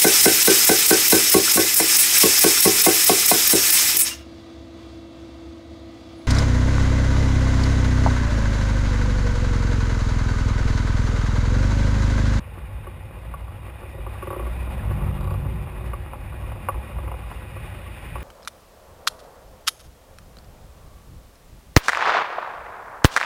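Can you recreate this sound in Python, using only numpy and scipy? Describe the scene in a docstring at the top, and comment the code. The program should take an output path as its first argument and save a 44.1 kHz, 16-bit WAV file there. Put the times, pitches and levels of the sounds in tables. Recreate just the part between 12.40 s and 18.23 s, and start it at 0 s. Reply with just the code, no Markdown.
"""Hang glider in flight, heard at the keel tube

A small camera in its housing rides on the tube. Air buffets tube and sail: filtered noise makes a rumble
that swells in a gust, and a row of wavering overtones makes the sail flutter. Flow noise rings in the
frame, fittings knock, tick and rattle on it as decaying sines, and a wire hums faintly. The converter
holds each sample at a low rate, which mirrors the sound into the treble.
"""
import sys
import numpy as np
from scipy import signal
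from scipy.io import wavfile
from scipy.ndimage import uniform_filter1d

SR = 44100
rng = np.random.default_rng(int(sys.argv[2]) if len(sys.argv) > 2 else 0)


def dump_mix(stems):
    """Bounce the given channels to the path in sys.argv[1] as a 16-bit WAV at rate SR."""
    frames = np.atleast_2d(stems).T  # one column per channel
    limited = np.clip(frames, -1, 1)  # hard clip at full scale
    pcm = np.round(limited * 32767).astype(np.int16)
    wavfile.write(sys.argv[1], SR, pcm)


N = 257103

# Ways in which the frame and housing ring, from low to high. Each row: pitch in Hz, time in seconds to die
# away by 60 dB after a knock, relative level in dB when knocked, relative level in dB in the airflow.
LOW_MODES = [(362, 0.053, 4.5, -3)]
MID_MODES = [(530.7, 0.032, 3, 3.5), (589, 0.02, 3, 0.81)]
MAIN_MODES = [(810, 0.027, -4, -1), (847, 0.047, -7, 1), (1014, 0.024, 3, 0), (1126.6, 0.048, -1, -2.5),
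              (1197, 0.033, -5.5, -10.5), (1425, 0.028, -11, -7)]
HIGH_MODES = [(1921, 0.053, -13.5, -2), (2080, 0.0096, 4.5, -4), (2467, 0.013, 5.5, 3),
              (2858, 0.015, 3.5, -5), (3370, 0.014, -16, -11), (3680, 0.0088, -10.5, -7),
              (4777, 0.028, 0, -17.5), (5320, 0.0085, -14, -15.5)]

SOFT_HZ = 1960   # padding between fitting and tube dulls the contact above this


def rumble():
    """Buffeting air bends the tube; a deep and an upper part swell and sink separately."""
    # Strength of the buffeting. Each row: time in seconds, deep level in dB, upper level in dB.
    swells = [(0, -41.5, -42), (.34, -30, -38), (.5, -41, -38.5), (.85, -35.5, -39), (1.45, -38, -42),
              (1.6, -33, -40), (1.95, -39, -35), (2.1, -29, -42), (2.3, -28.5, -33), (2.55, -27, -26.5),
              (2.75, -25, -32), (2.95, -28.5, -29.5), (3.15, -27.5, -26), (3.28, -36, -37),
              (3.51, -31.5, -33.5), (3.67, -37.5, -38), (4.16, -33, -36.5), (4.3, -45, -37.5),
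              (4.35, -25, -34.5), (4.48, -37, -42.5), (4.55, -30.5, -33.5), (4.87, -35.5, -42),
              (5.3, -40.5, -33.5), (5.55, -40.5, -43.5), (5.76, -30, -33.5), (5.83, -32, -38)]
    # Bending of the tube. Each row: pitch in Hz, width of the resonance in Hz, relative level in dB.
    deep_modes = [(48.6, 18, -10.5), (60.76, 13.3, -5), (35, 36, -48)]
    upper_modes = [(97.5, 24.6, -0.5), (143.4, 41, -9), (203, 87, -37), (160, 280, -10.5)]
    deep_db, upper_db = in_time(swells)
    deep = amp(deep_db) * buffeting(deep_modes, evening=0.25)
    upper = amp(upper_db) * buffeting(upper_modes, evening=0.24)
    return deep + upper


def buffeting(modes, evening):
    """Turbulence, as noise, drives each bending mode separately."""
    out = 0
    for hz, width, db in modes:
        t60 = np.log(1000) / np.pi / width
        noise = rng.standard_normal(N + SR)
        bending = ring(ring(noise, hz, t60), hz, t60)[SR:]   # drop the first second, while it builds up
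        out = out + amp(db) * rms_one(bending)
    out = steep(out, 40.0, "high", order=3)
    out = steep(out, 353, "low", order=2)
    # The noise's own slow swells are partly evened, so that the level curve shapes the rumble.
    swell = uniform_filter1d(uniform_filter1d(out ** 2, size=2000), size=2000)
    return rms_one(out / (swell + .05 * np.mean(swell)) ** (evening / 2))


def flow_noise(roar_db, hiss_db):
    """Broad flow noise plus noise ringing in the frame; lows follow the roar, highs the hiss."""
    # Broad noise between the resonances. Each row: pitch in Hz, relative level in dB per Hz.
    spectrum = np.array([(120, -30), (200, 5.5), (285, -6.5), (358, 2.5), (431, -7.5), (557, -3), (700, -3),
                         (1120, -5), (1720, -11.5), (2480, -12), (3070, -20), (3700, -26), (4140, -29.5),
                         (5280, -29), (6000, -47), (7800, -77), (13200, -120)])
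    edges = 180 * 2 ** np.arange(0, 5.1, 1 / 3)   # third-octave bands
    white = rng.standard_normal((2, N))   # neighbouring bands take turns with two noises
    gust = drift(25)
    broad = [0, 0]   # low part, high part
    for k, (low, high) in enumerate(zip(edges, edges[1:])):
        middle = np.log(low * high) / 2
        db = np.interp(middle, np.log(spectrum[:, 0]), spectrum[:, 1])
        band = steep(white[k % 2], [low, high], "band", order=2)
        broad[int(low > 1300)] += band * amp(db + 1.5 * gust + 1.4 * drift(17.6))
    rung = [0, 0]   # low part, high part
    for hz, t60, _, db in LOW_MODES + MID_MODES + MAIN_MODES + HIGH_MODES:
        once = ring(rng.standard_normal(N), hz, t60 * 0.75)
        twice = ring(once, hz, t60 * 0.75)   # the second pass makes the resonance fall off steeply
        rung[int(hz > 1450)] += rms_one(twice) * amp(db + 0.19 * gust + 1.3 * drift(8.4))
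    roar = broad[0] / np.std(broad[0]) * amp(-2) + rms_one(rung[0]) * amp(-4.5)
    hiss = rms_one(broad[1]) * amp(-3) + rms_one(rung[1]) * amp(-4.5)
    return amp(roar_db) * roar + amp(hiss_db) * hiss


def flutter():
    """The sail's edge beats almost regularly; each overtone wavers on its own."""
    # Flutter in the gust. Each row: time in seconds, beats per second, level in dB.
    beating = [(2.05, 58.6, -45), (2.33, 51.5, -43), (2.65, 46.5, -29.5), (2.95, 48.6, -35),
               (3.2, 45, -36.5), (3.4, 47, -46)]
    # Overtones of the beat. Each row: multiple of the beat rate, relative level in dB.
    overtones = [(1, 1.5), (2, 2), (3, 0.5), (4, -6), (5, -18.5)]
    rate, db = in_time(beating)
    turn = 2 * np.pi * np.cumsum(rate) / SR
    beats = 0
    for k, level_db in overtones:
        level = amp(level_db + 1.2 * drift(8))
        beats = beats + level * np.sin(k * turn + 0.67 * drift(2.2))
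    return amp(db) * fade(beating) * beats


def knocks():
    """A knock rings, thuds and sounds hollow in its own mix, which also reaches the middle and high modes."""
    # Knocks of fittings. Each row: time in seconds, ring level in dB, thud level in dB, hollow level in dB.
    hits = [(0.4688, -28.5, -41, -34.5), (0.9391, -27, -36, -51), (1.0799, -37, -45, -64),
            (1.4306, -35.5, -54, -40), (1.456, -45, -51, -38.5), (1.5437, -50, -44, -36),
            (1.582, -50, -49, -35), (1.6653, -27, -34, -34), (1.7532, -35, -44, -41),
            (1.8249, -23.5, -40, -31), (1.8715, -27, -36, -26.5), (1.9048, -26.5, -31, -26.5),
            (1.9287, -26, -35, -27.5), (1.9454, -29, -42, -44), (1.9624, -39, -33.5, -26),
            (1.9954, -26, -35, -29), (2.0664, -29.5, -55, -30.5), (2.51, -28, -50, -34),
            (2.6074, -31, -44, -35), (2.622, -37, -37, -45), (2.638, -41, -42, -32), (2.809, -36, -49, -43),
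            (2.8457, -35, -53, -34), (2.8745, -26, -38, -38), (2.9085, -30, -35, -34),
            (2.941, -32, -33, -55), (3.0494, -38, -39, -39), (3.4064, -37, -47, -41),
            (3.5335, -21, -35, -40), (3.7344, -34, -29, -40), (3.923, -34, -38.5, -62),
            (4.118, -35, -32, -51), (4.287, -14, -20, -35), (4.3434, -37, -37.5, -37),
            (4.512, -43, -37, -47), (4.5667, -48, -37, -44), (4.585, -30.5, -34, -39),
            (4.6364, -40, -41, -53), (4.6796, -31, -35, -38), (4.7161, -35, -29, -40),
            (4.7411, -40, -33.5, -61), (4.835, -40, -53, -66), (4.9151, -33, -35, -53),
            (5.1668, -31.5, -42, -60), (5.4624, -38, -46, -43), (5.7565, -26, -29.5, -44)]
    # Short thuds of the shell. Each row: pitch in Hz, time in seconds to die away by 60 dB,
    # relative level in dB.
    shell = [(698, 0.014, 5.5), (1297, 0.021, -1), (2730, 0.015, 0)]
    thud_mid_db, thud_high_db, ring_high_db = -0.5, -13.5, -21   # how far thud or ring reaches other modes
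    hollow_late_s = 0.00495   # the lowest mode builds up after the contact
    s, ring_db, thud_db, hollow_db = np.transpose(hits)
    mid_db = add_powers(hollow_db, thud_db + thud_mid_db)
    high_db = add_powers(ring_db + ring_high_db, thud_db + thud_high_db)

    body = strike(s, ring_db, MAIN_MODES[3:])
    body = body + strike(s, thud_db, MAIN_MODES[:3] + shell[:2])
    body = body + strike(s + hollow_late_s, hollow_db, LOW_MODES)
    body = body + strike(s, mid_db, MID_MODES)
    body = steep(steep(body, SOFT_HZ, "low", order=4), 360, "high", order=2)

    bright = strike(s, high_db, HIGH_MODES[:4] + shell[2:])
    return body + steep(bright, [1600, 3100], "band", order=2)


def rattles(roar_db):
    """Faint random taps of loose parts, rising and falling with the roar."""
    taps_per_s, rattle_db = 40.0, -10.5   # average rate, level relative to the roar
    happens = rng.random(N) < taps_per_s / SR
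    strength = amp(3.9 * np.minimum(rng.exponential(1, N), 3))
    taps = happens * strength * rng.choice([-1, 1], N)
    rung = 0
    for hz, t60, db, _ in LOW_MODES + MID_MODES + MAIN_MODES:
        rung = rung + ring(taps * amp(db), hz, t60)
    return amp(roar_db + rattle_db) * steep(rung, SOFT_HZ, "low", order=4)


def ticks():
    """Hard little contacts of a wire or buckle ring a small stiff part."""
    # Thin ticks. Each row: time in seconds, level in dB.
    contacts = [(2.8085, -45.5), (2.8429, -49), (2.8734, -52), (2.9053, -46), (2.9392, -51), (3.1388, -54)]
    # Ringing of the stiff part. Each row: pitch in Hz, time in seconds to die away by 60 dB,
    # relative level in dB.
    stiff_modes = [(3280, 0.011, 4), (3900, 0.011, 4.5), (4582, 0.0081, 2), (4770, 0.015, 0),
                   (5260, .006, -8)]
    s, db = np.transpose(contacts)
    return steep(strike(s, db, stiff_modes), 3200, "high", order=2)


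def wire():
    """Air swirling off a wire (vortex shedding) makes a faint wavering tone."""
    # Hum in and after the gust. Each row: time in seconds, pitch in Hz, level in dB.
    hum = [(2.2, 362, -57), (2.95, 363.8, -51), (3.3, 372.4, -49), (3.6, 360, -50.5), (3.85, 370, -62)]
    hz, db = in_time(hum)
    turn = 2 * np.pi * np.cumsum(hz) / SR
    tone = np.sqrt(2) * np.sin(turn + 1.0 * drift(9.7))
    return amp(db + 1.0 * drift(7.9)) * fade(hum) * tone


def strike(s, peak_db, modes):
    """Each event hits the modes, then bounces a few cycles later, weaker."""
    out = 0
    spread = rng.standard_normal((len(s), len(modes))).T   # every hit excites each mode a bit differently
    for (hz, t60, db, *_), own in zip(modes, spread):
        clicks = np.zeros(N)
        # First contact comes 0.7 ms before the listed time, so the ringing has built up by then.
        at = s - .0007
        size = amp(peak_db + db + 2.0 * own)
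        for late_s, bounce_db in [(0, -3), (.0017, -11.5), (.008, -16), (.015, -24.5)]:
            whole_cycles_s = np.round(late_s * hz) / hz   # the bounce lands in step with the ringing
            where = ((at + whole_cycles_s) * SR).astype(int)
            np.add.at(clicks, where, size * amp(bounce_db))
        out = ring(clicks, hz, t60) - out   # neighbouring modes start in opposite directions
    return out


def ring(x, hz, t60):
    """A unit click sets a sine ringing from about height 1, dying away by 60 dB in t60 seconds."""
    r = amp(-60 / (t60 * SR))
    w = 2 * np.pi * hz / SR
    return signal.lfilter([0, np.sin(w)], [1, -2 * r * np.cos(w), r * r], x + 1e-18)


def drift(rate):
    """Slow random wandering of spread 1; a higher rate in Hz wanders faster."""
    r = np.exp(-80 * np.pi * rate / SR)   # worked out at every 40th sample
    slow = signal.lfilter([1], [1, -2 * r, r * r], rng.standard_normal(N // 40 + 2002))[2000:]
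    return np.interp(np.arange(N) / 40, np.arange(len(slow)), rms_one(slow))


def steep(x, hz, kind, order):
    """Butterworth filter: keeps the lows, the highs or a band."""
    return signal.sosfilt(signal.butter(order, hz, kind, fs=SR, output="sos"), x)


def in_time(rows):
    """Columns of a curve table at every sample."""
    s, *columns = np.transpose(rows)
    return [np.interp(np.arange(N) / SR, s, c) for c in columns]


def fade(rows):
    """One while a table lasts, with short ramps either side."""
    first, last = rows[0][0], rows[-1][0]
    return np.interp(np.arange(N) / SR, [first - .1, first, last, last + 0.1], [0, 1, 1, 0])


def amp(db):
    """Decibels to gain."""
    return 10 ** (np.asarray(db) / 20)


def add_powers(a_db, b_db):
    """Level in dB of two sounds whose powers add."""
    return 10 * np.log10(10 ** (a_db / 10) + 10 ** (b_db / 10))


def rms_one(x):
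    """Scale to unit power."""
    return x / np.sqrt(np.mean(x ** 2) + 1e-20)


def scene():
    """Everything reaches the one capsule through the mount and housing."""
    # Airflow. Each row: time in seconds, frame roar level in dB, hiss level in dB.
    airflow = [(0, -48, -52), (1.3, -47, -51), (2.0, -43, -46.5), (2.6, -38.5, -46), (2.9, -41.5, -48),
               (3.6, -45, -49.5), (4.5, -43, -48), (5.1, -45.5, -46.5), (5.83, -45, -44.5)]
    roar_db, hiss_db = in_time(airflow)
    air = rumble() + flow_noise(roar_db, hiss_db) + flutter() + wire()
    fittings = knocks() + rattles(roar_db) + ticks()
    return (air + fittings)[None]


def record(dry):
    """Low-pass, sample at the low rate, hold each value for four steps, cut the top."""
    hold_hz, cutoff_hz = 12000, 15700   # low sample rate, start of the fully cut top
    smooth = steep(dry, 5500, "low", order=6)
    coarse = signal.resample_poly(smooth, 40, 147, axis=1)   # 44100 * 40 / 147 = 12000 samples a second
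    steps = np.repeat(coarse, 4, axis=1)   # the stair steps mirror the sound into the treble
    held = signal.resample_poly(steps, SR, 4 * hold_hz, axis=1)
    return signal.sosfilt(signal.cheby2(16, 70, cutoff_hz, fs=SR, output="sos"), held[:, :N])


dry = scene()
out = record(dry)
dump_mix(out)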